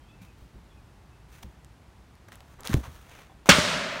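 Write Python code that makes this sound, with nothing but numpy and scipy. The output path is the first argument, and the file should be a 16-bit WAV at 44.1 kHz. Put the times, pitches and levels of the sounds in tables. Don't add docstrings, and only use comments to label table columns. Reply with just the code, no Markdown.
import sys
import numpy as np
from scipy import signal
from scipy.fft import rfft, irfft
from scipy.io import wavfile
from scipy.ndimage import uniform_filter1d

SR = 44100
rng = np.random.default_rng(int(sys.argv[2]) if len(sys.argv) > 2 else 0)


def to_wav(s):
    ch = np.atleast_2d(s).T
    pcm = np.round(np.clip(ch, -1, 1) * 32767)
    wavfile.write(sys.argv[1], SR, pcm.astype(np.int16))


N = 176400
T = np.arange(SR) / SR
HIT_S, RESPONSE_LAG_S = 3.4893, 0.0013


def amp(db):
    return 10 ** (np.asarray(db) / 20)


def unit(x):
    return x / np.sqrt(np.mean(x ** 2) + 1e-20)


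def log_interp(points, hz):
    f, value = np.transpose(points)
    return np.interp(np.log(hz + 1), np.log(f + 1), value)


def add(mix, start_s, sound):
    part = mix[max(round(start_s * SR), 0):][:len(sound)]
    part += sound[:len(part)]


def wander(span_s):
    return unit(uniform_filter1d(rng.standard_normal(N), max(round(span_s * SR), 1)))


def noise(spectrum, tilt_db_oct=0, body_hz=None, size=SR, body_db=5, body_oct=0.58):
    hz = np.fft.rfftfreq(size, 1 / SR)
    db = log_interp(spectrum, hz) + tilt_db_oct * np.log2(hz + 1)
    if body_hz:
        db += body_db * np.exp(-(np.log2((hz + 1) / body_hz) / body_oct) ** 2)
    return unit(irfft(rfft(rng.standard_normal(size)) * amp(db), size))


def decaying_noise(spectrum, t60s, window):
    hz, t, bands = signal.stft(noise(spectrum), SR, nperseg=window)
    decay = amp(-60 * t / log_interp(t60s, hz)[:, None])
    return signal.istft(bands * decay, SR, nperseg=window)[1][:SR]


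# f/Hz, relative density/dB
AIR_SPECTRUM = [(15, -43), (25, -19.5), (59, 2), (80, -6.5), (114, -5.5), (256, -16.5), (285, -15.5),
                (489, -22.5), (575, -23), (887, -21), (1040, -23.5), (1190, -24.5), (9570, -43),
                (16000, -50.5)]

def air(level_db=-53):
    return amp(level_db) * noise(AIR_SPECTRUM, size=N)


# t/s, length/s, start f/Hz, end f/Hz, arch/Hz, level/dB
BIRD_NOTES = [(0.005, 0.052, 3170, 3110, 0, -67), (0.07, .055, 3120, 3430, 122, -64),
              (0.055, 0.12, 2570, 2600, 25, -66), (0.187, 0.07, 2430, 2680, -170, -64),
              (.26, 0.067, 2640, 2360, 39, -65), (0.688, .06, 3520, 3260, 30, -67),
              (0.754, 0.052, 2590, 2440, -20, -68), (1.112, 0.05, 2570, 2670, 0, -68.5)]

def birds(warble=0.014, echo_db=-3, echo_t60_s=0.45):
    out = np.zeros(N)
    for start_s, length_s, from_hz, to_hz, arch_hz, db in BIRD_NOTES:
        progress = np.arange(0, length_s, 1 / SR) / length_s
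        arch = np.sin(np.pi * progress)
        hz = from_hz + (to_hz - from_hz) * progress + arch_hz * arch
        hz *= 1 + warble * wander(0.0085)[:len(hz)]
        add(out, start_s, amp(db) * arch * np.sin(2 * np.pi * np.cumsum(hz) / SR))
    echo = rng.standard_normal(SR) * amp(-60 * T / echo_t60_s)
    return out + amp(echo_db) * signal.fftconvolve(out, echo / np.linalg.norm(echo))[:N]


# t/s, f/Hz, level/dB, decay/s
FOOTFALLS = [(.215, 191.6, -44, 0.031), (0.421, 56, -45.5, 0.047), (0.544, 106, -42, 0.029),
             (.555, 51, -42, 0.048), (1.436, 204, -46, 0.017), (1.444, 63.7, -38, 0.045),
             (2.695, 210, -18.5, 0.0084), (2.712, 91, -26.5, 0.037), (2.7427, 125.6, -10.5, 0.0091),
             (2.743, 256, -17.5, 0.0054), (2.765, 64, -17, 0.021), (2.878, 77.6, -33.5, 0.025)]
# f/Hz, relative density/dB
GROUND_SPECTRUM = [(30, -31), (100, 5), (350, -8.5), (700, -21.5), (2000, -57), (8000, -62)]
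FOOT_RISE_S = 0.0018

def footfalls(dirt_db=-9):
    out = np.zeros(N)
    for start_s, hz, db, decay_s in FOOTFALLS:
        thud = np.sin(2 * np.pi * hz * T) + amp(dirt_db) * noise(GROUND_SPECTRUM)
        envelope = np.minimum(T / FOOT_RISE_S, 1) * np.exp(-T / decay_s)
        add(out, start_s, amp(db) * envelope * thud)
    return out


# t/s, level/dB, tilt/(dB/oct)
SNAPS = [(.219, -47, 0), (1.647, -43, 1), (2.154, -48, 5), (2.285, -44, 4), (2.321, -32, -4.5),
         (2.356, -40.5, 12), (2.406, -36.5, 1), (2.607, -33, 8), (2.6343, -36, 4), (2.6459, -30.5, -5),
         (2.6525, -21.5, 0.5), (2.6737, -17.5, 8), (2.683, -28, 0.5), (2.694, -26, 2), (2.714, -34, 7),
         (2.7326, -23.5, -5.5), (2.741, -17, -4.5), (3.096, -40.5, 11), (3.27, -43, -3)]
# f/Hz, relative density/dB
SNAP_SPECTRUM = [(300, -17.5), (1500, 15.5), (4000, 8), (9000, 2), (16000, -15)]

def snaps(decay_s=0.00038):
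    out = np.zeros(N)
    for start_s, db, tilt in SNAPS:
        add(out, start_s, amp(db) * np.exp(-T / decay_s) * noise(SNAP_SPECTRUM, tilt))
    return out


# peak t/s, rise/s, fall/s, level/dB, tilt/(dB/oct), body f/Hz
SWELLS = [(.222, 0.0057, 0.041, -56, 1.9, 2300), (.42, .08, 0.085, -69, 2, 4000),
          (1.355, .05, 0.076, -56, 1, 1920), (1.431, 0.0045, 0.0049, -43.5, 1.5, 840),
          (2.287, 0.0042, 0.007, -48.5, -2, 1600), (2.324, .007, 0.043, -50.5, -.5, 1560),
          (2.406, 0.003, 0.022, -53.5, -3.5, 1200), (2.53, 0.11, 0.067, -62, 0, 1300),
          (2.595, 0.0054, 0.051, -47.5, -4, 1130), (2.648, 0.0042, 0.012, -38, -2, 1270),
          (2.661, 0.0069, 0.021, -37, 0, 2920), (2.734, 0.042, 0.016, -38, 0, 1530),
          (2.775, 0.041, 0.039, -46, 0.5, 800), (2.845, .013, 0.032, -42.5, -2, 1250),
          (2.96, 0.13, 0.13, -56, .7, 1170), (2.962, 0.0089, .012, -48.5, -5.5, 1600),
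          (3.195, 0.12, 0.054, -51, -1, 2260), (3.56, .018, .025, -34, -2, 9000),
          (3.96, .08, .15, -63, 6, 12000)]
# f/Hz, relative density/dB
SWELL_SPECTRUM = [(200, -12), (600, -0.5), (1200, -2), (2300, -6), (3700, -7.5), (5000, -14), (6200, -8),
                  (7700, -15), (9400, -13.5), (10500, -17), (16000, -15.5)]

def scuffs_and_hiss(grain_db=2, grain_s=0.0007, clump_db=2, clump_s=0.007):
    out, t = np.zeros(N), np.arange(N) / SR
    for peak_s, rise_s, fall_s, db, tilt, body_hz in SWELLS:
        grains = unit(amp(grain_db * wander(grain_s) + clump_db * wander(clump_s)))
        swell = np.exp(-np.where(t < peak_s, ((t - peak_s) / rise_s) ** 2, (t - peak_s) / fall_s))
        out += amp(db) * swell * grains * noise(SWELL_SPECTRUM, tilt, body_hz, size=N)
    return out


def ring(modes):
    return sum(amp(db - 60 * T / t60_s) * np.sin(2 * np.pi * hz * T) for hz, db, t60_s in modes)


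# t/s, gain/dB
SOLE_KNOCKS = [(1.428, -1), (3.297, -3), (3.318, -1.5)]
# f/Hz, level/dB, T60/s
SOLE_MODES = [(783, -44, 0.047), (930, -47, 0.043), (3460, -56, 0.038)]

def sole_knocks():
    out = np.zeros(N)
    for start_s, db in SOLE_KNOCKS:
        add(out, start_s, amp(db) * np.minimum(T / FOOT_RISE_S, 1) * ring(SOLE_MODES))
    return out


# t/s, level/dB, decay/s, tilt/(dB/oct)
GRAZES = [(3.4585, -35.5, 0.0049, -1), (3.468, -38.5, 0.021, -1)]

def grazes():
    out = np.zeros(N)
    for start_s, db, decay_s, tilt in GRAZES:
        add(out, start_s, amp(db) * np.exp(-T / decay_s) * noise(SWELL_SPECTRUM, tilt))
    return out


def ball_impact(level_db=-4, hz=960, rise_s=0.00024):
    out = np.zeros(N)
    envelope = T / rise_s * np.exp(1 - T / rise_s)
    add(out, HIT_S, -amp(level_db) * envelope * np.sin(2 * np.pi * hz * T))
    return out


def high_pass(x, cutoff_hz=120):
    return signal.sosfilt(signal.butter(2, cutoff_hz, "high", fs=SR, output="sos"), x)


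# t after hit/s, boom gain/dB, rattle gain/dB, sway level/dB
PANEL_BLOWS = [(0, 0.5, 2, -51), (0.026, -22, -18.5, -22), (0.094, -16.5, -22, -26.5)]
# f/Hz, level/dB, T60/s
PANEL_MODES = [(182.3, -16.5, 0.14), (193, -8, 0.08), (261, -15.5, 0.11), (388, -24.5, 0.13),
               (447, -18, 0.053), (560, -3.5, 0.04)]
# f/Hz, relative density/dB
RATTLE_SPECTRUM = [(100, -25), (350, 3.5), (550, 2.5), (800, -3), (1050, -7.5), (1350, -1.5), (1750, -5),
                   (2250, -3.5), (2600, -8), (3250, -2), (3850, -11), (4600, -7), (5000, -15.5), (5400, -7),
                   (6800, -3), (9500, -13.5), (10600, -20.5), (16000, -21.5)]
# f/Hz, T60/s
RATTLE_DECAY = [(300, 0.049), (700, 0.085), (1400, 1), (3000, 0.75), (6000, 0.092), (9000, 0.087),
                (14000, .1)]

def panel(sway_hz=76, sway_decay_s=0.019, rattle_trim_db=-8.5,
          rise_s=0.00094, hold_s=0.032, release_s=0.013):
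    out = np.zeros(N)
    boom = high_pass(high_pass(ring(PANEL_MODES)))
    sway = np.exp(-T / sway_decay_s) * np.sin(2 * np.pi * sway_hz * T)
    hold_envelope = np.minimum(T / rise_s, 1) * np.exp(-np.maximum(T - hold_s, 0) / release_s)
    for after_s, boom_db, rattle_db, sway_db in PANEL_BLOWS:
        rattle = hold_envelope * decaying_noise(RATTLE_SPECTRUM, RATTLE_DECAY, window=256)
        blow = amp(boom_db) * boom + amp(sway_db) * sway + amp(rattle_trim_db + rattle_db) * rattle
        add(out, HIT_S + RESPONSE_LAG_S + after_s, blow)
    return out


# f/Hz, relative level/dB, T60/s
FRAME_MODES = [(581, -9, .25), (887, -7, .3), (1150, -4, .45), (1235, -3, .3), (1290, -2, .28),
               (1367, -2, .24), (1425, -4, .3), (1470, -4, .32), (1557, 0, .28), (1874, -2, .27),
               (2093, -4, .28), (2166, -1, .28), (2274, -4, .3), (2362, -2, .17), (2560, -2, .16),
               (2748, -4, .25), (3312, -2, .18), (3462, -4, .2), (5260, -5, .15)]

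def frame(gain_db=-20, waver=0.002, waver_s=0.03):
    out = np.zeros(N)
    for hz, db, t60_s in FRAME_MODES:
        cycles = np.cumsum(hz * (1 + waver * wander(waver_s)[:SR])) / SR
        tone = amp(gain_db + db - 60 * T / t60_s) * np.sin(2 * np.pi * cycles)
        add(out, HIT_S + RESPONSE_LAG_S + rng.uniform(0, 0.005), tone)
    return out


# f/Hz, relative density/dB
ECHO_SPECTRUM = [(40, -17), (100, -4.5), (180, 7), (270, 0.5), (325, -10), (400, -3.5), (480, -5),
                 (580, 4.5), (670, 1.5), (770, -8.5), (1000, -3), (1400, -0.5), (1750, -1.5), (2200, -2),
                 (4000, -2.5), (6500, -7.5), (9000, -13), (10700, -20), (16000, -31)]
# f/Hz, T60/s
ECHO_DECAY = [(60, 1.6), (200, 1.6), (600, 2.65), (2000, 2.26), (4000, 1.48), (8000, 1.06), (14000, 0.84)]

def yard_echo(gain_db=-20, rise_s=0.027, trees_db=1.5, trees_delay_s=0.25, trees_width_s=0.028):
    out = np.zeros(N)
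    swell_db = trees_db * np.exp(-((T - trees_delay_s) / trees_width_s) ** 2)
    envelope = amp(gain_db + swell_db) * np.minimum(T / rise_s, 1)
    add(out, HIT_S, envelope * decaying_noise(ECHO_SPECTRUM, ECHO_DECAY, window=1024))
    return out


# f/Hz, level/dB, T60/s
REBOUND_MODES = [(169, -18, 0.07), (240, -18, 0.048), (400, -23, .025), (720, -25, 0.016)]

def rebound(start_s=3.5845):
    out = np.zeros(N)
    add(out, start_s, high_pass(ring(REBOUND_MODES)))
    return out


def scene():
    mix = air() + birds() + footfalls() + snaps() + scuffs_and_hiss() + sole_knocks()
    mix += grazes() + ball_impact() + panel() + frame() + yard_echo() + rebound()
    return mix[None]


def record(dry, knee=6, cutoff_hz=15900):
    clipped = dry / (1 + abs(dry) ** knee) ** (1 / knee)
    lowpass = signal.firwin(401, cutoff_hz, window=("kaiser", 8), fs=SR)
    return signal.oaconvolve(clipped, lowpass[None], "same")


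dry = scene()
out = record(dry)
to_wav(out)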